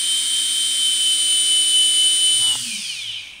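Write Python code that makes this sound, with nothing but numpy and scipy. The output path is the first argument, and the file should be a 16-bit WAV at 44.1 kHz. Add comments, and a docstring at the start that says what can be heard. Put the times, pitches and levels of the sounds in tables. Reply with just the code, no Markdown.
"""Three small propellerless brushless motors run at steady throttle on a drone frame lying on a bench.
First one whines loudly, its speed hunting for 0.7 s; two others hum and beat; bearing noise hisses.
At 2.4 s the throttle stick ratchets down and clicks on its stop while the powered tones fade.
The motors then coast: overtones locked to each rotor sweep down through resonances of the frame arms,
a narrow high ring holds its pitch and the hiss loses treble. Room noise and mains hum lie beneath."""
import sys
import numpy as np
from scipy import signal
from scipy.fft import rfft, irfft
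from scipy.io import wavfile

SR = 44100
rng = np.random.default_rng(int(sys.argv[2]) if len(sys.argv) > 2 else 0)


def waveform_to_disk(signal):
    """Save audio, clipped to [-1, 1], as 16-bit WAV at the path in sys.argv[1]."""
    frames = np.transpose(np.atleast_2d(signal))
    scaled = np.clip(frames, -1, 1) * 32767
    samples = np.round(scaled).astype(np.int16)
    wavfile.write(sys.argv[1], SR, samples)


N = 149940
TIME_S = np.arange(N) / SR
FREQ_HZ = np.arange(N // 2 + 1) * SR / N
CUTOFF_HZ = 15720


def from_db(db):
    """Decibels to gain."""
    return 10 ** (np.asarray(db) / 20)


def in_time(rows):
    """Each column of a curve, interpolated at every sample."""
    t_s, *columns = np.transpose(rows)
    return [np.interp(TIME_S, t_s, column) for column in columns]


def at_hz(points, hz):
    """Spectrum level in dB, interpolated over log frequency."""
    f_hz, db = np.transpose(points)
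    return np.interp(np.log(np.maximum(hz, 1)), np.log(f_hz), db)


def noise(shape):
    """Gaussian noise of rms 1, spectrum weighted by shape(f)."""
    x = irfft(rfft(rng.standard_normal(N)) * shape(FREQ_HZ), N)
    return x / x.std()


def drift(corner_hz):
    """Slow random wander of rms 1."""
    return noise(lambda f: 1 / (1 + (f / corner_hz) ** 2))


def throb(rate_hz, crest_s, depth):
    """Cosine swing of peak depth, cresting at crest_s."""
    return depth * np.cos(2 * np.pi * rate_hz * (TIME_S - crest_s))


def tone(speed, order):
    """Sine of rms 1 at a multiple of the turning rate, muted above the cutoff."""
    hz = speed * order
    turns = np.cumsum(hz) / SR + rng.random()
    return np.sqrt(2) * np.sin(2 * np.pi * turns) * (hz < CUTOFF_HZ)


# room spectrum: f/Hz, relative level/dB
ROOM_SPECTRUM = [(20, -2), (60, -4.5), (130, -2), (230, 1), (400, -6.5), (1000, -4), (4000, -35),
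                 (15000, -29)]


def room(level_db):
    """Steady room noise, mostly low."""
    return from_db(level_db) * noise(lambda f: from_db(at_hz(ROOM_SPECTRUM, f)))


def mains_hum():
    """Steady sine at the mains frequency."""
    return from_db(-64.5) * tone(np.full(N, 50), 1)


RATCHET_START_S, RATCHET_RISE_S, STOP_S = 2.38, .047, 2.553
RATCHET_START_HZ, RATCHET_SLOWING_PER_S, RATCHET_UNEVEN = 158, 1.1, .05
RATCHET_IMPULSE_DB, STOP_IMPULSE_DB = -44.5, -33
RUMBLE_HZ, RUMBLE_WIDTH_HZ = 116, 18.5
# low rumble of the hand: t/s, level/dB
RUMBLE = [(2.25, -71), (2.38, -49.5), (2.53, -46.5), (2.65, -53), (2.78, -80)]
# stick modes: f/Hz, gain/dB, t60/s
STICK_MODES = [(434, -3.5, .02), (680, -2, 0.023), (850, 6, 0.031), (1020, 5, 0.028), (1340, 5, 0.023)]


def throttle_stick():
    """Slowing ratchet ticks and a stop click excite the stick's modes; the hand rumbles as filtered noise."""
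    slowing = np.exp(-RATCHET_SLOWING_PER_S * np.maximum(TIME_S - RATCHET_START_S, 0))
    rate_hz = RATCHET_START_HZ * slowing * (1 + RATCHET_UNEVEN * drift(77))
    ticks = np.diff(np.floor(np.cumsum(rate_hz) / SR), prepend=0)
    rise = np.clip((TIME_S - RATCHET_START_S) / RATCHET_RISE_S, 0, 1)
    clicks = ticks * rise * (TIME_S < STOP_S) * from_db(RATCHET_IMPULSE_DB)
    clicks[int(STOP_S * SR)] += from_db(STOP_IMPULSE_DB)
    rumble = noise(lambda f: 1 / (1 + ((f - RUMBLE_HZ) / RUMBLE_WIDTH_HZ) ** 4))
    out = from_db(in_time(RUMBLE)[0]) * rumble
    for k, (hz, db, t60_s) in enumerate(STICK_MODES):
        r = from_db(-60 / (t60_s * SR))
        w = 2 * np.pi * hz / SR
        ring = signal.lfilter([0, np.sin(w)], [1, -2 * r * np.cos(w), r * r], clicks + 1e-18)
        out = out + (-1) ** k * from_db(db) * ring   # alternating polarity
    return out


# rotor speeds: t/s, turning rate/Hz
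LEAD_SPEED = [(0, 220.8), (.2, 221.7), (.6, 221.9), (.8, 219.7), (1.0, 218.2), (1.5, 216.2), (1.72, 215.85),
              (2.0, 215.8), (2.1, 216.5), (2.41, 216.2), (2.5, 212), (2.57, 204.5), (2.72, 171),
              (2.91, 124), (2.98, 103), (3.1, 83), (3.17, 71), (3.26, 57), (3.4, 36)]
SECOND_SPEED = [(0, 287.1), (1.5, 286.75), (2.41, 286.5), (2.55, 268), (2.7, 232), (2.8, 205), (2.9, 177),
                (3.1, 125), (3.4, 66)]
THIRD_SPEED = [(0, 276.5), (2.41, 275), (2.55, 254.3), (2.7, 214.9), (2.87, 159.9), (3.08, 110.5),
               (3.4, 50)]


def rotor(curve):
    """Turning rate in Hz with 0.02 % rms unsteadiness."""
    return in_time(curve)[0] * (1 + .0002 * drift(21.7))


def hunting():
    """Relative speed error of the lead motor: a flattened swing that ends at 0.72 s."""
    return .0035 * np.tanh(2 * throb(10.1, crest_s=.0739, depth=1)) * (TIME_S < .72)


# once-per-turn unbalance shaking the bench: t/s, second rotor level/dB, third rotor level/dB
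SHAKE = [(0, -54.5, -62.5), (2.45, -55.5, -59), (2.6, -61, -50.5), (2.67, -40, -58), (2.76, -50, -43),
         (2.8, -41, -70), (2.83, -71, -58), (3.0, -74, -62), (3.09, -68, -51), (3.17, -61, -63),
         (3.4, -71, -68)]


def bench_shake(second, third):
    """Unbalance shakes the bench once per turn: one sine per rotor."""
    second_db, third_db = in_time(SHAKE)
    return from_db(second_db) * tone(second, 1) + from_db(third_db) * tone(third, 1)


# frame response: f/Hz, relative level/dB
FRAME = [(300, -50), (700, -39.5), (1000, -25), (1500, -16.5), (2100, -14.5), (2430, -4.5), (2720, -11.5),
         (3050, 4), (3350, -3.5), (4100, -8.5), (5000, -7.5), (6700, -10), (7900, -2), (8600, -4),
         (9050, 4.5), (9600, -6.5), (10600, -17.5), (14000, -19.5), (15700, -21.5)]
# hiss band edges: f/Hz
HISS_EDGES_HZ = (100, 2150, 2720, 4100, 6900, 10300, 17000)
# bearing hiss: t/s, then level/dB of the six bands between the edges, low to high
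HISS = [(0, -45.5, -45, -32, -38, -32, -43.5), (2.45, -47, -46, -34, -36.5, -32.5, -44.5),
        (2.62, -48, -48, -33, -33.5, -30, -45), (2.8, -54, -42, -37, -34, -35.5, -51),
        (2.95, -53, -45, -36, -36, -41, -54.5), (3.15, -55.5, -41.5, -30.5, -45.5, -48.5, -63),
        (3.28, -57, -41, -41, -48.5, -56.5, -65), (3.4, -61, -41, -44.5, -59.5, -59, -73)]


def bearings(speed, pulsing):
    """Rolling noise in bands coloured by the frame, pulsing once per turn."""
    hiss = 0
    for low_hz, high_hz, db in zip(HISS_EDGES_HZ, HISS_EDGES_HZ[1:], in_time(HISS)):
        band = noise(lambda f: from_db(at_hz(FRAME, f)) * (f >= low_hz) * (f < high_hz))
        hiss = hiss + from_db(db) * band
    return hiss * (1 + pulsing * tone(speed, 1))


RING_HZ, RING_HALF_WIDTH_HZ = 9010, 210
# high ring: t/s, level/dB
RING = [(2.3, -52), (2.55, -35), (2.75, -39), (2.95, -42.5), (3.15, -55), (3.4, -64)]


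def high_ring():
    """Narrow noise near 9 kHz at a fixed pitch, swelling at throttle-down and fading as the motors coast."""
    ring = noise(lambda f: 1 / (1 + ((f - RING_HZ) / RING_HALF_WIDTH_HZ) ** 2))
    return from_db(in_time(RING)[0]) * ring


# fade of powered tones and buzz: t/s, gain/dB
POWER = [(2.42, -1.5), (2.55, -3), (2.66, -20), (2.85, -22), (3.1, -67)]


def buzz(speed):
    """Roughness repeating every turn: a comb of harmonics, weighted by the frame at the starting speed."""
    orders = np.arange(1, int(CUTOFF_HZ / speed[0]))
    spread_db = 6.5 * np.clip(rng.standard_normal(100)[orders], -2, 2)
    strengths = from_db(at_hz(FRAME, orders * speed[0]) + spread_db)
    phases = np.exp(2j * np.pi * rng.random(100)[orders])
    turn = irfft(np.r_[0, strengths * phases], 2048)
    angle = np.cumsum(speed) / SR % 1
    comb = np.interp(angle, np.arange(len(turn)) / len(turn), turn / turn.std())
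    return from_db(-36 + in_time(POWER)[0]) * comb


# arm modes: f/Hz, width/Hz, gain/dB
ARM_MODES = [(2425, 123, -1), (3044, 118, 3.5), (3480, 500, -8), (4730, 700, -9), (6000, 520, -21),
             (7900, 900, -20), (9200, 140, -17)]


def arms(x):
    """Arm resonances, high-passed; each rings as a falling overtone crosses it."""
    out = 0
    for k, (hz, width_hz, db) in enumerate(ARM_MODES):
        r = np.exp(-np.pi * width_hz / SR)
        poles = [1, -2 * r * np.cos(2 * np.pi * hz / SR), r * r]
        ring = (1 - r * r) / 2 * signal.lfilter([1, 0, -1], poles, x)
        out = out + (-1) ** k * from_db(db) * ring   # alternating polarity
    return signal.sosfilt(signal.butter(2, 2520, "high", fs=SR, output="sos"), out)


# coasting overtones: multiple of turning rate, relative level/dB
LEAD_COAST = [(14, 0), (24, 4), (28, -15), (36, 2.5), (42, 1.5), (60, -13), (72, -5)]
SECOND_COAST = [(12, -5), (13, -6), (14, -0.5), (24, -1), (28, -7), (36, -9)]
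THIRD_COAST = [(12, 0.5), (14, -5.5), (28, -2), (48, -7)]
# coasting gain ahead of the arms: t/s, gain/dB
COAST = [(2.35, -53), (2.5, -42), (2.7, -32), (2.95, -31.5), (3.13, -33.5), (3.25, -39), (3.4, -43)]


def coasting(speed, tones, flutter_db):
    """Fluttering overtones of a free rotor plus bearing grit that pulses with each turn."""
    overtones = sum(from_db(db + flutter_db * drift(70)) * tone(speed, order) for order, db in tones)
    grit = from_db(-4) * noise(lambda f: f > 1500) * (1 + .5 * tone(speed, 1))
    return from_db(in_time(COAST)[0]) * (overtones + grit)


# powered tones: multiple of turning rate, level before POWER gain/dB
LEAD_TONES = [(16.96, -42.5), (19.88, -42.5), (22.12, -41), (23.33, -44.5), (32.67, -38), (35.89, -48),
              (36.12, -37), (37.68, -38), (38.55, -46), (40.42, -51), (43.56, -58), (45.11, -45),
              (45.83, -50.5), (53.44, -66), (57.66, -58), (58.48, -56), (60.67, -54), (65.33, -59)]
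SECOND_TONES = [(2.086, -59.5), (7.437, -49), (12, -37.5), (12.123, -62), (13, -34.5), (14, -39.5),
                (14.53, -43.5), (17.63, -51), (18.25, -45), (19.66, -45.5), (21.35, -45), (21.97, -46),
                (30.4, -45.5), (54.2, -66)]
THIRD_TONES = [(2.229, -65), (12, -61), (14.32, -49)]


def powered(speed, tones, flutter_db):
    """Slot and bearing tones locked to the rotor, fading as the throttle closes."""
    power_db, = in_time(POWER)
    return sum(from_db(db + power_db + flutter_db * drift(22)) * tone(speed, order) for order, db in tones)


POLES, SWITCHINGS = 14, 42   # per turn
SIDEBAND_SPACING = .778   # turning rates
# beating: rate/Hz, crest t/s, depth/dB
POLE_THROB = (4.22, .137, 2.2)
SWITCH_THROB = (10.7, .105, 1.6)
# whine: t/s, then level/dB of pole tone, switching tone, first and second lower sideband
WHINE = [(0, -23.5, -33, -34.5, -29), (.65, -24, -33, -36.5, -27.5), (.9, -20, -28, -32.5, -36),
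         (1.3, -21, -23, -36, -34), (1.8, -17.5, -23, -34.5, -53), (2.45, -19, -23, -32, -40),
         (2.52, -21.5, -26.5, -36, -48), (2.58, -38.5, -52, -55, -58), (2.68, -74, -78, -80, -80)]


def whine(speed, flutter_db):
    """Magnetic whine: beating pole and switching tones, two sidebands below the switching tone."""
    pole_db, switch_db, first_db, second_db = in_time(WHINE)
    parts = [(POLES, pole_db + throb(*POLE_THROB)),
             (SWITCHINGS, switch_db + throb(*SWITCH_THROB)),
             (SWITCHINGS - SIDEBAND_SPACING, first_db),
             (SWITCHINGS - 2 * SIDEBAND_SPACING, second_db)]
    return sum(from_db(db + flutter_db * drift(20)) * tone(speed, order) for order, db in parts)


def scene():
    """Room, throttle stick and three motors, almost in mono."""
    lead = rotor(LEAD_SPEED) * (1 + hunting())
    second, third = rotor(SECOND_SPEED), rotor(THIRD_SPEED)
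    motors = ((lead, LEAD_TONES, LEAD_COAST),
              (second, SECOND_TONES, SECOND_COAST),
              (third, THIRD_TONES, THIRD_COAST))
    mid = room(level_db=-57.5) + mains_hum() + throttle_stick() + bench_shake(second, third)
    mid = mid + bearings(lead, pulsing=.075) + high_ring()
    for speed, driven, free in motors:
        mid = mid + buzz(speed) + arms(coasting(speed, free, flutter_db=2.5))
        mid = mid + powered(speed, driven, flutter_db=1.45)
    mid = mid + whine(lead, flutter_db=.5)
    side = from_db(-29.5) * bearings(second, pulsing=.12) + room(level_db=-86)
    return np.array([mid + side, mid - side])


def record(dry):
    """Brick-wall low-pass at the cutoff."""
    return irfft(rfft(dry) * (FREQ_HZ < CUTOFF_HZ), N)


dry = scene()
out = record(dry)
waveform_to_disk(out)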